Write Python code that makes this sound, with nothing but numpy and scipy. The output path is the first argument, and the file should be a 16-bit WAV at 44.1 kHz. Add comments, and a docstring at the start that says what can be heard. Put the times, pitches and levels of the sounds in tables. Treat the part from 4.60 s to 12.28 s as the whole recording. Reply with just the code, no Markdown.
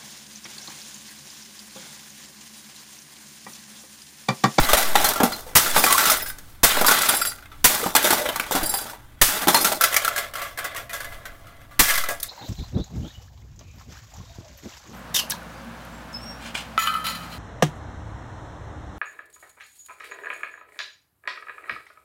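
"""Plastic pieces still rattle from an earlier blow, over a brief low rumble; then come five mallet blows
on a plastic casing on concrete. Noise bursts make the crushing and splinters. Bursts with short tones make the
shell halves bounce and rock; uneven ticks make crumbs rattle. Fading tones make a metal plate, bracket and clip
jingle. A brick wall and the concrete echo; hum, hiss and wind lie underneath. A close phone microphone clips
the blows."""
import sys
import numpy as np
from scipy import signal
from scipy.fft import rfft, irfft, next_fast_len
from scipy.io import wavfile
from scipy.ndimage import uniform_filter1d, map_coordinates

SR = 44100
rng = np.random.default_rng(int(sys.argv[2]) if len(sys.argv) > 2 else 0)


def put_to_file(sound):
    """Save the sound as 16-bit audio at rate SR, in the file named by the first command-line argument."""
    columns = np.atleast_2d(sound).T  # one column per channel
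    safe = np.clip(columns, -1, 1)
    whole_steps = np.round(safe * 32767)
    wavfile.write(sys.argv[1], SR, whole_steps.astype(np.int16))


N = 338774  # length in samples

# All levels in decibels are relative: each function sets its own balance on top of them.
# mallet blows: start_s, level_db, thump_db, crushing_s
MALLET_BLOWS = [(0.952, 0.5, -32, 0.021), (2.032, -0.5, -19, 0.017), (3.042, 1, -24, 0.014),
                (4.614, 3, -14, 0.0057), (7.192, -0.5, -16, 0.013)]
# colour of the crushing noise: pitch_hz, level_db
CRUSH_COLOUR = [(35, -11.5), (60, 3.5), (566, -1), (1200, 3), (1660, 0.5), (1860, 4.5), (2470, -2.5),
                (11800, -1), (16000, -1.5)]
# colour of plastic crunching on concrete: pitch_hz, level_db
CRUNCH_COLOUR = [(59, -54.5), (100, -23), (197, -11.5), (502, -10.5), (801, -6), (1030, -3.5), (1360, -2.5),
                 (1610, 1.5), (2420, -0.5), (14700, 2.5), (16000, -4.5)]


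def blows():
    """Each blow crushes the plastic for a moment and pushes the air once; then splinters die away."""
    crush, splinters, push = np.zeros((3, N))
    t = np.arange(SR // 2) / SR
    for start_s, level_db, thump_db, crushing_s in MALLET_BLOWS:
        after = np.maximum(t - crushing_s, 0)
        rise = amp(level_db) * (1 - np.exp(-t / 0.0022))
        add(crush, start_s, rise * amp(-6.0 - 60 * after / 0.06))
        add(splinters, start_s, rise * amp(-16.5 - 60 * after / 0.45))
        air_pulse = np.exp(-((t - 0.012) / 0.0082) ** 2)
        ripple = 1 + 0.43 * np.sin(2 * np.pi * 85 * t)
        add(push, start_s, amp(thump_db) * air_pulse * ripple)
    return crush * noise(CRUSH_COLOUR) + splinters * noise(CRUNCH_COLOUR) + push


# shell pieces touching down: start_s, level_db, hollow_db (knock), treble_db (splinters),
# pitch_hz (panel), fade_s (basic time to fall by 60 dB)
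SHELL_CONTACTS = [(0.087, -6, -16, -11.5, 1190, 0.39), (0.132, 5.5, -11, -13.5, 610, 0.099),
                  (0.169, -6, -15, -8, 773, 0.39), (0.354, 8.5, -15, -19, 833, 0.069),
                  (0.405, -11, -7, -16, 830, 0.059), (0.444, -5.5, -25, -2.5, 820, 0.13),
                  (0.488, -12.5, -20, 3, 1320, 0.044), (.535, -13, -23, -2, 1410, 0.054),
                  (0.558, -12, -9, -14, 1366, 0.44), (0.602, -3.5, 1, -22, 675, 0.11),
                  (0.632, -4.5, -1.5, -7.5, 775, 0.15), (0.72, -13.5, -35, -14, 1398, 0.09),
                  (0.865, -26, -6, -12.5, 515, 0.53), (1.061, -8, -9, -18, 1384, 0.14),
                  (1.161, 3.5, -5.5, -18, 1164, 0.13), (1.178, -17, -20, 6, 810, 0.039),
                  (1.239, 5, -15, -11.5, 790, 0.068), (1.262, -0.5, -17, -14, 1151, 0.25),
                  (1.306, -6, -11, -10, 1110, 0.18), (1.325, -3, -24, -4, 1360, 0.076),
                  (1.379, 5, -29, -13, 1356, 0.098), (1.454, -6, -20, -7.5, 1374, 0.31),
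                  (1.498, -1, -17, -7, 1265, 0.078), (1.517, -8.5, -19, -7, 626, 0.15),
                  (1.599, -11.5, -31, -21, 1950, 0.12), (1.66, -21.5, -21, -4.5, 1624, 0.23),
                  (1.699, -21, -36, -15, 1555, 0.084), (1.784, -27, -10, -6, 1690, 0.078),
                  (1.899, -36, -20, -9, 930, .05), (1.948, -36, -25, -12, 1150, 0.065),
                  (2.169, -7.5, -4.5, -15, 604, 0.15), (2.211, -8, 4, -5.5, 780, 0.087),
                  (2.245, 2.5, -16, -18, 1223, 0.07), (2.264, -18, -31, 8.5, 2040, 0.069),
                  (2.282, 2.5, -14, -11.5, 1410, 0.15), (2.311, -3, -10.5, -8.5, 1490, 0.25),
                  (2.375, -7, -28, -28, 1484, 0.077), (2.418, -9, -6.5, 1.5, 1570, 0.042),
                  (2.432, -1.5, -35, -17, 1330, 0.11), (2.464, -16, -25, -8, 1366, 0.16),
                  (2.489, -2, -13.5, -13, 1377, 0.18), (2.538, -7.5, -10, -24, 1640, 0.094),
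                  (2.616, -6, -40, -25, 1400, 0.11), (2.65, -9, -32, -13, 1415, 0.12),
                  (2.718, -16.5, -33, -24, 1480, 0.072), (2.784, -25, -30, -22, 1550, 0.067),
                  (2.823, -28, -28, -20, 1404, 0.14), (2.856, -27, -21, -20, 2100, 0.089),
                  (2.915, -27.5, -14, -24, 1320, 0.28), (3.24, -7, -17, -19, 1210, 0.034),
                  (3.261, -12, 5, -18, 850, 0.08), (3.351, 0, -9, -5, 870, 0.091),
                  (3.363, 2, -27, -11, 1603, 0.084), (3.427, -12, -26, -10, 1620, 0.37),
                  (3.443, -4, -10, -11, 620, 0.32), (3.505, 0, -7, -7.5, 1460, 0.063),
                  (3.526, -5.5, -3, -7.5, 827, 0.12), (3.579, -12.5, -9, -11, 569, 0.32),
                  (3.655, -6, -14.5, -22, 604, 0.079), (3.66, -6.5, -21, -22, 1380, 0.043),
                  (3.688, -3.5, -7.5, -15, 3060, 0.06), (3.729, -16, -30, -20, 3100, 0.027),
                  (3.759, -6.5, -15, -12, 1150, 0.07), (3.797, -1, -16, -17, 2280, 0.064),
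                  (3.839, -12, -25, -22, 2250, .04), (3.864, -13.5, -20, -17, 1160, .04),
                  (3.91, -10.5, 0.5, -8, 870, 0.061), (3.919, -8, -32, -9, 535, 0.15),
                  (3.951, -8, -8, -11, 754, 0.24), (4.029, -18.5, -6, -7, 570, 0.18),
                  (4.139, -9.5, -13, -16, 810, 0.13), (4.186, -16, -18, -8, 1395, 0.089),
                  (4.254, -18, -6, -31, 874, 0.064), (4.265, -23, -23, -23, 1290, 0.085),
                  (4.297, -21.5, -20, -9, 1440, 0.091), (4.332, -21, -20, -22, 953, 0.13),
                  (4.872, 1, -11, -14, 844, 0.07), (4.881, 1.5, -7, -10.5, 805, 0.13),
                  (4.944, 5, -14.5, -14, 932, 0.11), (4.962, -5, -18, -10, 867, .07),
                  (5.045, 0, -13, -10, 1367, 0.2), (5.117, -6, -19, -37, 650, 0.089),
                  (7.288, -8, -17, -8.5, 2140, 0.28), (7.298, -1.5, -25, -16, 1766, 0.083),
                  (7.377, -5, -11, -8.5, 1590, 0.068), (7.437, -9, -14, -13, 1290, 0.077),
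                  (7.487, -12, -7.5, -9, 1650, 0.23), (7.6, -32.5, -29, 10, 480, 0.036),
                  (7.629, -21, -55, 9.5, 3450, 0.042), (7.642, -18, -30, -22, 2100, 0.051)]
# the open tray rocking on its rim, tap after tap: start_s, level_db, pitch_hz (panel), fade_s
ROCKING_TAPS = [(5.21, 0, 1340, 0.093), (5.237, 1.5, 1360, 0.1), (5.326, -10, 1430, 0.17),
                (5.342, -1, 1165, 0.03), (5.364, 0.5, 2290, 0.071), (5.447, -5.5, 1352, 0.098),
                (5.478, -5, 1340, 0.067), (5.561, -10.5, 1654, 0.23), (5.579, -12, 2120, 0.17),
                (5.736, -20, 1630, 0.17), (5.754, -15, 1340, 0.11), (5.781, -19.5, 1333, 0.25),
                (5.817, -17, 1170, 0.37), (5.974, -16, 1654, 0.12), (5.987, -14, 1580, 0.1),
                (6.043, -13, 1560, 0.1), (6.049, -19, 1460, 0.15), (6.147, -15.5, 1150, 0.037),
                (6.162, -15, 1880, 0.25), (6.294, -20.5, 1930, 0.35), (6.331, -13.5, 1625, 0.24),
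                (6.403, -16, 1520, 0.13), (6.444, -18, 1685, 0.14), (6.522, -25.5, 1150, 0.23),
                (6.654, -19, 1550, 0.13), (6.868, -31, 1270, 0.27), (7.015, -30, 2170, 0.051),
                (7.11, -32, 1163, 0.53)]
TRAY_HOLLOW_DB, TRAY_TREBLE_DB, SPLINTER_PER_DB = -17, -7.5, 0.33  # harder taps splinter more
NEIGHBOUR_DB, NEIGHBOUR_SPREAD = -5, 1.3  # a second panel rings along, at most this pitch ratio away
PANEL_DB, STIFF_HZ = -15.5, 1700  # panel ring level; stiffer panels above this pitch ring less


def contacts():
    """Each contact is a burst of crackle and a short, unsteady ring of the panel that touches down."""
    body, hollow, treble, panel = np.zeros((4, N))
    t = np.arange(SR // 3) / SR
    turn = 0.9 * wobble(80)  # uneven phase, in radians
    damping_db = 3 * wobble(60)  # the ground grips and frees the panel
    rocking = [(start_s, level_db, TRAY_HOLLOW_DB, TRAY_TREBLE_DB + SPLINTER_PER_DB * level_db, pitch_hz, fade_s)
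               for start_s, level_db, pitch_hz, fade_s in ROCKING_TAPS]
    touches = SHELL_CONTACTS + rocking
    ratios = NEIGHBOUR_SPREAD ** rng.uniform(-1, 1, len(touches))

    def fall_db(seconds):
        return -60 * (t / seconds) ** 0.99

    for (start_s, level_db, hollow_db, treble_db, pitch_hz, fade_s), ratio in zip(touches, ratios):
        fade_s = np.clip(fade_s, 0.01, 0.5)
        first_crack = 1 + 0.5 * np.exp(-t / 0.003)  # the first touch cracks loudest
        rise = amp(level_db) * (1 - np.exp(-t / 0.00091)) * first_crack
        add(body, start_s, rise * amp(-20.0 + fall_db(fade_s)))
        add(hollow, start_s, rise * amp(hollow_db - 11.0 + fall_db(1.085 * fade_s)))  # low part lasts longer
        add(treble, start_s, rise * amp(treble_db - 5.5 + fall_db(0.95 * fade_s)))

        here = np.minimum(round(start_s * SR) + np.arange(len(t)), N - 1)
        ring = np.sin(2 * np.pi * pitch_hz * t + turn[here])
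        neighbour = np.sin(2 * np.pi * pitch_hz * ratio * t - turn[here])
        ring = ring + amp(NEIGHBOUR_DB) * neighbour
        ring_gain = amp(PANEL_DB + fall_db(0.76 * fade_s) + damping_db[here])
        add(panel, start_s, rise * ring_gain * ring * min(1, STIFF_HZ / pitch_hz))

    body_noise, hollow_noise, treble_noise = crackle(shell_db=10, tray_db=10)
    return body * body_noise + hollow * hollow_noise + treble * treble_noise + panel


# resonances of the closed shell: pitch_hz, width_hz, level_db
SHELL_MODES = [(297, 590, -7), (619, 60, -7), (830, 110, -8), (1143, 81, -6), (1333, 120, -5.5),
               (1470, 40, -11), (1980, 40, -6), (3410, 440, -15), (4000, 110, -20)]
# resonances of the tray with its circuit board: pitch_hz, width_hz, level_db
TRAY_MODES = [(588, 78, 3), (676, 36, 4), (1132, 97, 1.5), (1340, 93, 1), (1665, 65, -1.5), (2015, 70, 0.5),
              (3280, 480, -14)]
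LID_OFF_S = 5.2  # from here on the open tray colours the crackle


def crackle(shell_db, tray_db):
    """Dense uneven ticks of plastic on concrete, split into body, hollow and treble parts of equal power."""
    ticks = pieces(patch_db=3) * amp(1.2 * wobble(900) + 1.2 * wobble(150))

    def through(modes, ring_db):
        return unit(filtered(ticks, lambda f: amp(along(CRUNCH_COLOUR, f)) * ringing(modes, f, ring_db)))

    def below(f, hz):
        return 1 / (1 + (f / hz) ** 6)

    shell = through(SHELL_MODES, shell_db)
    tray = through(TRAY_MODES, tray_db)
    whole = np.where(np.arange(N) < LID_OFF_S * SR, shell, tray)
    hollow = filtered(whole, lambda f: below(f, 960))
    treble = filtered(whole, lambda f: 1 - below(f, 3600))
    return unit(whole - hollow - treble), unit(hollow), unit(treble)


def pieces(patch_db):
    """White noise in which bands swell and fade, as small pieces of many sizes ring for a moment each."""
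    hz, _, z = signal.stft(rng.standard_normal(N), SR, nperseg=512)
    across_pitch = uniform_filter1d(rng.standard_normal(z.shape), 2, 0)
    patches = unit(uniform_filter1d(across_pitch, 5, 1))
    small = np.clip(hz / 3000, 0.3, 1)[:, None]  # crumbs ring high; the low range belongs to the shell
    return signal.istft(z * amp(patch_db * small * patches), nperseg=512)[1][:N]


def ringing(modes, f, ring_db):
    """Resonances over a direct path; between neighbours they cancel."""
    total = sum(amp(level_db) * 1j * f * width_hz / (pitch_hz * pitch_hz - f * f + 1j * f * width_hz)
                for pitch_hz, width_hz, level_db in modes)
    return 1 + amp(ring_db) * total


# shell halves landing flat: start_s, level_db, pitch_hz
FLAT_LANDINGS = [(0.604, -11, 290), (0.635, -9, 245), (3.229, -18, 464), (3.442, -16.5, 350),
                 (3.506, -14.5, 350), (3.949, -17.5, 280), (4.027, -21, 310), (4.871, -10.5, 327)]


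def landings():
    """The air under a flat-landing shell half booms: one short low tone each."""
    out, t = np.zeros(N), np.arange(SR // 8) / SR
    for start_s, level_db, pitch_hz in FLAT_LANDINGS:
        envelope = amp(level_db - 60 * t / 0.067) * (1 - np.exp(-t / 0.0011))
        add(out, start_s, envelope * np.sin(2 * np.pi * pitch_hz * t))
    return out


# sliding edges that keep one panel singing: start_s, lasts_s, level_db, pitch_hz
SLIDING_EDGES = [(1.257, .12, -21, 1120), (1.393, 0.2, -33, 1400), (3.575, 0.15, -30, 592)]


def scrapes():
    """A sliding edge makes a panel sing: a rough tone with stuttering level and unsteady phase."""
    out, t = np.zeros(N), np.arange(N) / SR
    stutter, turn = amp(4 * wobble(90)), 1.6 * wobble(90)
    for start_s, lasts_s, level_db, pitch_hz in SLIDING_EDGES:
        fade_in_out = np.clip(np.minimum(t - start_s, start_s + lasts_s - t) / 0.021, 0, 1)
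        out += amp(level_db) * fade_in_out * np.sin(2 * np.pi * pitch_hz * t + turn)
    return stutter * out


# taps of the thin metal plate, a small metal bracket and a small loose clip: start_s, level_db
PLATE_HITS = [(2.2667, 2.5), (2.4364, -17), (2.4867, -1), (2.5444, -5), (2.5657, -6), (2.613, -2.5),
              (2.6544, -10), (2.6694, -4.5), (4.0308, -11), (4.0584, -6), (4.093, -3), (4.138, -4.5),
              (4.1698, -8.5), (4.2086, -15.5)]
BRACKET_HITS = [(1.1894, -5), (1.5005, -3), (1.5694, -12.5), (1.62, -12.5), (1.6444, -20), (1.6824, -16),
                (5.01, -6), (5.1094, -31)]
CLIP_HITS = [(.447, -2), (.727, -10.5), (4.947, 3.5)]
# the tones each of them rings with: pitch_hz, level_db, fade_s (time to fall by 60 dB)
PLATE_MODES = [(3950, -15, .15), (4750, -8.5, .22), (5110, -17, .15), (5370, -15, .18), (7480, -5, .12),
               (8020, -11, .1), (8390, -8, .1), (9710, -2, .13), (10120, -5, .12), (10610, -10, .1),
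               (11360, -8, .1), (11620, -11, .1), (12470, -7, .09), (13070, -7, .09), (13500, -8, .09),
               (14330, -6, .09), (15280, -4, .1)]
BRACKET_MODES = [(5105, -5, .15), (8900, -8, .12), (9650, -4, .14), (10390, -2, .14), (11950, -2, .12),
                 (12510, -2, .12), (14730, 0, .1)]
CLIP_MODES = [(4220, -2, .13), (4050, -4, .11), (4850, -9, .07)]


def jingle(taps, modes):
    """Every tap rings the modes at new strengths; lying loose on concrete, each mode flutters."""
    out, t = np.zeros(N), np.arange(SR // 4) / SR
    for start_s, tap_db in taps:
        draws = rng.standard_normal((len(modes), 2))
        knots = rng.standard_normal((len(modes), 2, 30))
        ring = np.zeros(len(t))
        for (pitch_hz, level_db, fade_s), (strength, detune), (swell, turn) in zip(modes, draws, knots):
            flutter = np.interp(t * 110, np.arange(30), swell)  # 110 knots a second
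            phase = 1.3 * np.interp(t * 110, np.arange(30), turn)
            strength_db = level_db + 3 * strength + 3 * flutter
            tone = np.sin(2 * np.pi * pitch_hz * (1 + 0.0014 * detune) * t + phase)
            ring += amp(strength_db - 60 * t / fade_s) * tone
        add(out, start_s, amp(tap_db - 17.0) * (1 - np.exp(-t / 0.0017)) * ring)
    return out


# spells of loose pieces chattering: start_s, lasts_s, body_db, hollow_db, treble_db
CHATTER_SPELLS = [(0, 0.32, -27.5, -30.5, -27.5), (0.341, 0.18, -26.5, -28, -26.5),
                  (0.625, 0.17, -47, -41, -38.5), (0.97, 0.2, -29, -33.5, -27),
                  (1.166, 0.25, -32, -33, -22.5), (1.384, 0.16, -25, -31, -24),
                  (1.576, 0.11, -48, -48, -45), (2.047, 0.17, -24.5, -33.5, -28.5),
                  (2.251, 0.31, -24.5, -32, -24.5), (2.464, 0.25, -49, -44, -35),
                  (3.09, 0.19, -30.5, -31.5, -28.5), (3.348, 0.23, -29, -34, -28.5),
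                  (3.607, 0.33, -38, -38.5, -39), (3.932, 0.094, -33, -32.5, -34),
                  (4.033, 0.27, -44, -40, -39.5), (4.679, 0.16, -30, -32, -30.5),
                  (4.883, 0.24, -32.5, -27.5, -24.5), (5.201, 0.227, -31.5, -36.5, -28.5),
                  (5.455, 0.2, -36, -39.5, -39), (5.749, 0.12, -37.5, -44, -60),
                  (5.972, 0.23, -39, -42, -48), (6.3, 0.41, -48, -48, -65), (6.656, 0.43, -57.5, -55, -67),
                  (7.217, 0.18, -28, -45.5, -26.5), (7.447, 0.023, -36, -44, -43),
                  (7.614, .08, -69, -65, -40)]
STIR_S, SAG_DB_PER_S = 0.0078, 13.5  # a spell swells quickly, then tires
# 60 dB fade once a spell is over: body_s, hollow_s, treble_s
SPELL_SETTLE_S = (0.24, 0.51, 0.29)
# the last crumbs never lie quite still: body_db, hollow_db, treble_db
RESTLESS_CRUMBS_DB = (-60, -66.5, -64.5)


def rattle():
    """Crumbs and loose parts chatter in uneven clumps; each spell swells, tires and settles."""
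    power = np.zeros((3, N)) + amp(RESTLESS_CRUMBS_DB)[:, None] ** 2
    t = np.arange(SR) / SR
    for start_s, lasts_s, *levels_db in CHATTER_SPELLS:
        for track, level_db, settle_s in zip(power, levels_db, SPELL_SETTLE_S):
            fall_db = SAG_DB_PER_S * t + 60 * np.maximum(t - lasts_s, 0) / settle_s
            gain = amp(level_db - fall_db) * (1 - np.exp(-t / STIR_S))
            add(track, start_s, gain ** 2)  # overlapping spells add as power
    clumps = amp(1.3 * wobble(45))
    parts = crackle(shell_db=14, tray_db=15)
    body, hollow, treble = (np.sqrt(p) * clumps * part for p, part in zip(power, parts))
    return body + hollow + grit() * treble


GRIT_PER_S, GRIT_DB, GRIT_FADE_S = 60, 1, 0.02  # average tick rate, upper tick size, 60 dB fade


def grit():
    """Single crumbs tick out of the chatter: a gain that jumps at random moments and falls back."""
    ticks = (rng.random(N) < GRIT_PER_S / SR) * amp(GRIT_DB) * rng.random(N)
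    t = np.arange(SR // 10) / SR
    return unit(1 + signal.fftconvolve(ticks, amp(-60 * t / GRIT_FADE_S))[:N])


# how long the yard's echo lasts: pitch_hz, fade_s (time to fall by 60 dB)
YARD_FADE = [(200, 0.28), (2000, 0.4), (12000, 0.13)]


def yard(x):
    """Wall and concrete answer with a tail of noise; each frequency dies at its own speed."""
    hz, t, z = signal.stft(rng.standard_normal(SR // 2), SR, nperseg=256)
    fading = z * amp(-60 * t / along(YARD_FADE, hz)[:, None])
    tail = signal.istft(fading, SR, nperseg=256)[1]
    return signal.fftconvolve(x, tail / np.linalg.norm(tail))[:N]


# colour of the far outdoor hiss: pitch_hz, level_db
HISS_COLOUR = [(25, 1), (100, -1), (190, -14),  (300, -12.5), (400, -23), (1200, -22), (2200, -43),
               (3000, -47.5), (16000, -43.5)]
# faint wavering tones over the hum: pitch_hz, level_db
DRONE_TONES = [(205, -68.5), (290, -65)]
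# low rumble, mostly wind on the microphone port: time_s, level_db
RUMBLE_LEVEL = [(0, -6.5), (.13, -69), (.45, -34.5), (1.1, -44.5), (1.17, -31), (1.3, -46), (2.25, -40),
                (2.4, -46), (3.9, -51), (4.05, -27), (4.2, -54), (6.35, -58), (6.5, -39), (6.8, -47.5),
                (7, -51), (7.68, -44.5)]
# slow swings of the microphone's baseline, below hearing: centre_s, size (signed), half_length_s
BASELINE_SWINGS = [(0.112, -0.13, 0.033), (0.142, 0.2, 0.0072), (0.32, -0.14, 0.098), (1.154, 0.081, 0.069),
                   (2.214, 0.097, 0.067), (7.4, -0.07, 0.1)]


def outdoors():
    """Far hiss, a wavering machine hum, lumps of low rumble and slow swings of the microphone's baseline."""
    t = np.arange(N) / SR
    hiss = amp(-50) * noise(HISS_COLOUR)
    hum = amp(-58.0 + 1.3 * wobble(2.4)) * np.sin(2 * np.pi * 119 * t + 0.6 * wobble(6.2))
    for pitch_hz, level_db in DRONE_TONES:
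        tone = np.sin(2 * np.pi * pitch_hz * t + 1.5 * wobble(12))
        hum = hum + amp(level_db + 4 * wobble(3)) * tone
    low_noise = noise([(5, -1.5), (15, 2.0), (45, -14.5), (90, -17), (300, -41.0)])  # pitch_hz, level_db
    lumps = unit(amp(4 * wobble(9)) * low_noise)
    rumble_s, rumble_db = np.transpose(RUMBLE_LEVEL)
    rumble = amp(np.interp(t, rumble_s, rumble_db)) * lumps
    swings = sum(size * np.exp(-((t - centre_s) / half_s) ** 2) for centre_s, size, half_s in BASELINE_SWINGS)
    return hiss + hum + rumble + swings


def amp(db):
    """Turn decibels into gain."""
    return 10 ** (np.asarray(db) / 20)


def unit(x):
    """Scale x to an average (rms) level of 1."""
    return x / np.sqrt(np.mean(x ** 2) + 1e-20)


def along(points, hz):
    """Read a curve of (pitch_hz, value) points on a log pitch axis."""
    f, v = np.transpose(points)
    return np.interp(np.log(hz + 1), np.log(f + 1), v)


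def wobble(rate):
    """A smooth random curve with rate knots a second."""
    knots = rng.standard_normal(int(N * rate / SR) + 4)
    return map_coordinates(knots, [np.arange(N) * rate / SR])


def filtered(x, response):
    """Filter x by a gain (complex if need be) for each frequency."""
    m = next_fast_len(N + SR // 2)
    return irfft(rfft(x, m) * response(np.fft.rfftfreq(m, 1 / SR)), m)[..., :N]


def noise(spectrum):
    """Random noise shaped by a colour table, at rms 1."""
    return unit(filtered(rng.standard_normal(N), lambda hz: amp(along(spectrum, hz))))


def add(track, start_s, sound):
    """Mix a sound into the track from start_s on."""
    part = track[round(start_s * SR):][:len(sound)]
    part += sound[:len(part)]


def scene():
    """Near sources with their echo, the rattle and the outdoor floor."""
    metal = (jingle(PLATE_HITS, PLATE_MODES) + jingle(BRACKET_HITS, BRACKET_MODES)
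             + jingle(CLIP_HITS, CLIP_MODES))
    near = blows() + contacts() + landings() + scrapes() + metal
    echo = amp(-12) * yard(near)
    return (near + echo + rattle() + outdoors())[None]


TOP_HZ = 15900  # middle of the 300 Hz wide slope at the band limit


def record(dry):
    """The input stage clips the blows softly towards 0.8; nothing passes above the band limit."""
    clipped = dry / (1 + np.abs(dry / 0.8) ** 4) ** 0.25
    return filtered(clipped, lambda hz: np.clip((TOP_HZ + 150 - hz) / 300, 0, 1))


dry = scene()
out = record(dry)
put_to_file(out)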